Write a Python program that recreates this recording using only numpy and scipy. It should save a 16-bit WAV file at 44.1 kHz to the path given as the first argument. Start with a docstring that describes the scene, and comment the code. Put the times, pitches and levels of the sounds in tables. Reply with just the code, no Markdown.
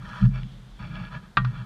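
"""A wet washer pad is swept up and down a large window pane, in faint outdoor air.
From the start, friction of its fibres excites the resonances of tool and glass while the pane drums.
The first stroke squeezes out a fine spray, and its turn thumps the pane at 0.25 s. After the second
the pad glides with a thin hiss and faint squeaks, then rubs through two more strokes. Near 1.4 s the
tool knocks twice on the frame, loudly then softly, as the pane booms again; a last stroke follows."""
import sys
import numpy as np
from scipy import signal
from scipy.fft import rfft, irfft
from scipy.io import wavfile

SR = 44100
rng = np.random.default_rng(int(sys.argv[2]) if len(sys.argv) > 2 else 0)


def int16_out(signal):
    """Quantize to a 16-bit WAV file."""
    q = np.round(np.clip(np.atleast_2d(signal).T, -1, 1) * 32767)
    wavfile.write(sys.argv[1], SR, q.astype(np.int16))


N = 72765
TIME = np.arange(N) / SR

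# spectrum of the outdoor air: frequency_hz, relative_db
AIR_SPECTRUM = [(20, -28), (30, -5), (42, 4.5), (55, -11.5), (70, -22), (180, -16.5), (280, -24),
                (700, -29), (1600, -30.5), (2600, -39.5), (3600, -35.5), (5000, -42), (9000, -48.5),
                (14000, -56.5)]
# envelope of the spray squeezed from the pad: time_s, level_db
SPRAY_ENVELOPE = [(0, -74), (.09, -65.5), (.2, -66), (.255, -66), (.29, -69)]
# spectrum of the spray: frequency_hz, relative_db
SPRAY_SPECTRUM = [(2500, -17.5), (5500, 3), (7000, -9), (9000, -8.5), (12500, -18), (15000, -30.5)]
# wet ticks of the pad: start_s, level_db, centre_hz, width_hz
WET_TICKS = [(0.213, -46, 4000, 3030), (0.254, -46, 2970, 3050), (0.432, -39.5, 2370, 1800),
             (.52, -47, 4400, 900), (0.955, -35.5, 2770, 1300), (1.051, -40, 3200, 1000)]
# envelope of the light sliding between strokes: time_s, level_db
GLIDE_ENVELOPE = [(.4, -62), (.53, -59), (.6, -65), (.7, -63), (.79, -64)]
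# spectrum of that sliding: frequency_hz, relative_db
GLIDE_SPECTRUM = [(1500, -8), (2700, -7), (3450, 1), (4300, -11), (6000, -17.5), (12000, -43)]
# stick-slip squeaks: start_s, length_s, start_hz, end_hz, level_db
PAD_SQUEAKS = [(0.513, 0.053, 2830, 3240, -65), (0.681, 0.059, 4250, 3810, -69),
               (0.74, 0.077, 3780, 2620, -61), (0.986, 0.14, 1673, 1690, -48.5),
               (1.111, 0.0664, 1028, 912, -43.5), (1.129, 0.075, 1742, 1680, -44.5)]
# low modes of the pane: pitch_hz, boom_t60_s, pushed_db, rubbed_db
PANE_MODES = [(41.4, 0.75, -8, -3), (53.3, 0.17, -15.5, -6), (120.4, .5, -6.5, 1), (129.3, 0.7, 0, -3.5),
              (156.5, 0.53, -32.5, -2), (181, 0.23, -24.5, -2), (202.55, 0.29, -0.5, -3),
              (321, 0.09, -15.5, -22.5)]
# envelope of the rubbed pane's drumming: time_s, level_db
DRUM_ENVELOPE = [(0, -41), (.1, -37), (.18, -44.5), (.4, -38), (.63, -47.5), (.78, -59.5), (.815, -36),
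                 (1.0, -34.5), (1.1, -45), (1.16, -35), (1.33, -56), (1.42, -38.5), (1.58, -38),
                 (1.65, -41.5)]
# pushes on the pane: full_force_s, level_db, rise_s
PANE_PUSHES = [(.252, -12.5, 0.052), (1.405, -24.5, 0.039)]
# shudders of the pane as the pad catches: start_s, length_s, pitch_hz, peak_db
PANE_SHUDDERS = [(.207, 0.049, 49.5, -22), (.212, 0.057, 189.3, -14), (.222, 0.088, 124.5, -10),
                 (.272, 0.033, 188, -18.5), (.797, 0.023, 196.3, -38), (1.005, 0.024, 143, -25.5),
                 (1.37, 0.029, 155.4, -24), (1.398, .042, 167.5, -25.5), (1.405, 0.14, 124.9, -19),
                 (1.565, 0.087, 121.5, -33)]
# knocks of the tool on the frame: start_s, ring_db, crack_db, rebound_db, treble_lift_db
FRAME_KNOCKS = [(1.3707, -9, -13.5, -4, -1.5), (1.4475, -30.5, -29.5, -8, 7.5)]
# modes of tool and frame: pitch_hz, relative_db, t60_s
FRAME_MODES = [(334, -22, 0.1), (487, -39, 0.16), (648, -29, 0.098), (832, -19.5, 0.12),
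               (1017, -25.5, 0.18), (991, -19.5, 0.072), (1173, -7, 0.075), (1380, -9, 0.046),
               (1404, -13, 0.094), (1560, -11, 0.077), (1735, -33, 0.065), (1862, -23.5, 0.19),
               (2200, -30.5, .05), (2450, -10, 0.037), (2713, -16.5, .05), (3260, -30.5, 0.1),
               (3530, -19, .035), (4070, -42, .035)]
# spectrum of a knock's crack: frequency_hz, relative_db
CRACK_SPECTRUM = [(200, 5), (430, -19), (730, -28), (1090, 8.5), (1400, 9.5), (2000, -4), (2600, -4.5),
                  (3100, -11), (4000, -9.5), (5200, -24.5), (7000, -42), (11000, -66), (15000, -58)]
# strokes of the pad: grip (0 gliding, 1 biting), envelope of (time_s, level_db)
PAD_STROKES = [ (0.021, [(0, -52), (.04, -47.5), (.1, -43), (.19, -41), (.235, -42.5), (.255, -40),
               (.275, -56.5), (.31, -70)]), (0.75, [(.31, -59), (.355, -44.5), (.39, -45), (.425, -59),
               (.5, -78)]), (0.63, [(.792, -50), (.802, -44), (.855, -44.5), (.89, -49.5), (.93, -49),
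               (.96, -42.5), (1.05, -45.5), (1.095, -53.5)]), (0.15, [(1.095, -60), (1.125, -42),
               (1.163, -42), (1.2, -58), (1.245, -52.5), (1.31, -72)]), (0.23, [(1.47, -48), (1.52, -54.5),
               (1.545, -45.5), (1.572, -44.5), (1.59, -48), (1.62, -47), (1.65, -57)])]
# resonances of the tool on the glass: pitch_hz, width_hz, gliding_db, biting_db
CONTACT_MODES = [(629, 68, -9.5, 1), (831, 52, -4.5, -0.5), (978, 23, 3.5, 2), (1255.4, 91, 2, -1),
                 (1365, 104, 1.5, 3.5), (1516, 27, -15.5, -9), (1672, 37, 5, 4), (1763, 48, 1.5, -8),
                 (2347, 104, -12.5, 5.5), (2465, 200, -14, -6.5), (2624, 85, -12.5, -3),
                 (3050, 77, -11, -7), (3200, 107, -7.5, -6.5), (3359, 101, -11.5, -1.5),
                 (4120, 110, -14.5, -19), (4440, 138, -17.5, -9), (5417, 260, -28.5, -19)]
# spectrum of the fibres' wet hiss: frequency_hz, relative_db
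FIBRE_SPECTRUM = [(250, -20), (500, 24), (1500, -19), (2000, 11), (4000, 3.5), (5000, -8.5), (6500, 3.5),
                  (9000, -23.5), (15000, -41.5)]


def from_db(db):
    """Amplitude ratio of a level in decibels."""
    return 10 ** (np.asarray(db) / 20)


def unit_rms(x):
    """Normalisation to unit root-mean-square amplitude."""
    return x / np.sqrt(np.mean(x ** 2) + 1e-20)


def envelope(points):
    """Gain interpolated through (time_s, level_db) points, with a 4 ms fade beyond each end."""
    times, db = np.transpose(points)
    gate = np.interp(TIME, [times[0] - .004, times[0], times[-1], times[-1] + .004], [0, 1, 1, 0])
    return from_db(np.interp(TIME, times, db)) * gate


def colour(x, spectrum):
    """Spectral shaping through (frequency_hz, relative_db) points, at unit rms."""
    hz, db = np.transpose(spectrum)
    bins_hz = np.maximum(np.arange(N // 2 + 1) * SR / N, 1)
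    gain = from_db(np.interp(np.log(bins_hz), np.log(hz), db))
    return unit_rms(irfft(rfft(x) * gain, N))


def drift(corner_hz):
    """Random fluctuation: low-passed noise of unit rms."""
    pole = np.exp(-2 * np.pi * corner_hz / SR)
    return unit_rms(signal.lfilter([1], [1, -2 * pole, pole * pole], rng.standard_normal(2 * N))[N:])


def resonate(x, hz, width_hz):
    """Forced response of a damped resonator with unit peak gain."""
    radius = np.exp(-np.pi * width_hz / SR)
    feedback = [1, -2 * radius * np.cos(2 * np.pi * hz / SR), radius * radius]
    return signal.lfilter(np.array([1, 0, -1]) * (1 - radius * radius) / 2, feedback, x)


def decay(start_s, rise_s, t60_s):
    """Exponential decay with a smooth onset."""
    age = np.maximum(TIME - start_s, 0)
    return np.sin(np.pi / 2 * np.minimum(age / rise_s, 1)) ** 2 * np.exp(-np.log(1000) * age / t60_s)


def swell(start_s, length_s):
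    """Sine-squared rise and fall."""
    return np.sin(np.pi * np.clip((TIME - start_s) / length_s, 0, 1)) ** 2


def sine(start_s, hz):
    """Simple harmonic motion with zero phase at start_s."""
    return np.sin(2 * np.pi * hz * (TIME - start_s))


def outdoor_air(level_db=-50.5):
    """Stationary background noise, strongest in a low rumble."""
    return from_db(level_db) * colour(rng.standard_normal(N), AIR_SPECTRUM)


def water(tick_cutoff_hz=4500, spray_flutter_db=2):
    """Wet ticks are damped bursts of band noise; the spray is amplitude-modulated hiss."""
    ticks = 0
    for start, db, hz, width in WET_TICKS:
        band = unit_rms(resonate(resonate(rng.standard_normal(N), hz, width), hz, width))
        ticks += from_db(db) * decay(start, rise_s=.0008, t60_s=.016) * band
    fluttering = rng.standard_normal(N) * from_db(spray_flutter_db * drift(150))
    spray = envelope(SPRAY_ENVELOPE) * colour(fluttering, SPRAY_SPECTRUM)
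    return spray + signal.sosfilt(signal.butter(2, tick_cutoff_hz, fs=SR, output="sos"), ticks)


def gliding(pitch_waver=.0073, roughness_db=2):
    """Friction under light pressure gives a thin hiss; stick-slip oscillation adds faint squeaks."""
    out = envelope(GLIDE_ENVELOPE) * colour(rng.standard_normal(N), GLIDE_SPECTRUM)
    for start, length, start_hz, end_hz, db in PAD_SQUEAKS:
        hz = np.interp(TIME, [start, start + length], [start_hz, end_hz]) * (1 + pitch_waver * drift(230))
        amplitude = from_db(db + roughness_db * drift(120)) * swell(start, length)
        out += amplitude * np.sin(2 * np.pi * np.cumsum(hz) / SR)
    return out


def pane():
    """Plate vibration: the pane drums when rubbed, rings freely when pushed, shudders as the pad catches."""
    drum = boom = 0
    for hz, t60, pushed_db, rubbed_db in PANE_MODES:
        width = np.log(1000) / (np.pi * t60)
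        ringing = resonate(resonate(rng.standard_normal(2 * N), hz, 2 * width), hz, 5 * width)[N:]
        drum += from_db(rubbed_db) * unit_rms(ringing)
        for full_force, db, rise in PANE_PUSHES:
            boom += from_db(db + pushed_db) * decay(full_force - rise, rise, t60) * sine(full_force, hz)
    shudder = sum(from_db(db) * swell(start, length) * sine(start, hz)
                  for start, length, hz, db in PANE_SHUDDERS)
    return envelope(DRUM_ENVELOPE) * unit_rms(drum) + boom + shudder


def knocks(rebound_s=.0043, contact_s=.00033, spread_db=1, tail_db=-21):
    """Impact and rebound each crack and excite the frame's modes; a short tail lingers under the eaves."""
    out = np.zeros(N)
    for first, ring_db, crack_db, rebound_db, lift_db in FRAME_KNOCKS:
        for start, db in ((first, 0), (first + rebound_s, rebound_db)):
            strikes_db = rng.normal(ring_db, spread_db, len(FRAME_MODES))
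            ring = sum(from_db(mode_db + strike_db) * decay(start, contact_s, t60) * sine(start, hz)
                       for (hz, mode_db, t60), strike_db in zip(FRAME_MODES, strikes_db))
            burst = decay(start, contact_s, t60_s=.034)
            tail = from_db(tail_db) * decay(start, rise_s=.01, t60_s=.2)
            crack = colour(rng.standard_normal(N), CRACK_SPECTRUM)
            crack = colour(crack, [(2900, 0), (5900, lift_db)])  # treble shelf
            out += from_db(db) * (ring + from_db(crack_db) * (burst + tail) * crack)
    return out


def rubbing(slips_per_s=1800, spread_db=1, smooth_gain=.46, flutter_db=2, hiss_db=-16.5):
    """Frictional excitation: tiny slips of wet fibres drive tool and glass; grip weights the modes."""
    sizes = from_db(spread_db * np.minimum(rng.exponential(1, N), 4)) * rng.choice([-1, 1], N)
    slips = unit_rms(sizes * (rng.random(N) < slips_per_s / SR))
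    friction = slips + smooth_gain * rng.standard_normal(N)
    friction *= from_db(flutter_db * drift(210))
    modes = np.array([resonate(resonate(friction, hz, 4 * width), hz, width)
                      for hz, width, _, _ in CONTACT_MODES])
    _, _, gliding_db, biting_db = np.transpose(CONTACT_MODES)
    hiss = from_db(hiss_db) * colour(friction, FIBRE_SPECTRUM)
    out = np.zeros(N)
    for grip, points in PAD_STROKES:
        weights = from_db(gliding_db + grip * (biting_db - gliding_db))
        out += envelope(points) * (unit_rms(weights @ modes) + hiss)
    return out


def scene():
    """Superposition of all sources at one close microphone."""
    return (rubbing() + gliding() + pane() + knocks() + water() + outdoor_air())[None]


def record(dry, low_cut_hz=20.3, stopband_hz=15800):
    """Band limiting removes the deepest bass and the highest treble."""
    thinned = signal.sosfilt(signal.butter(4, low_cut_hz, "high", fs=SR, output="sos"), dry)
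    return signal.sosfilt(signal.cheby2(12, 70, stopband_hz, fs=SR, output="sos"), thinned)


dry = scene()
out = record(dry)
int16_out(out)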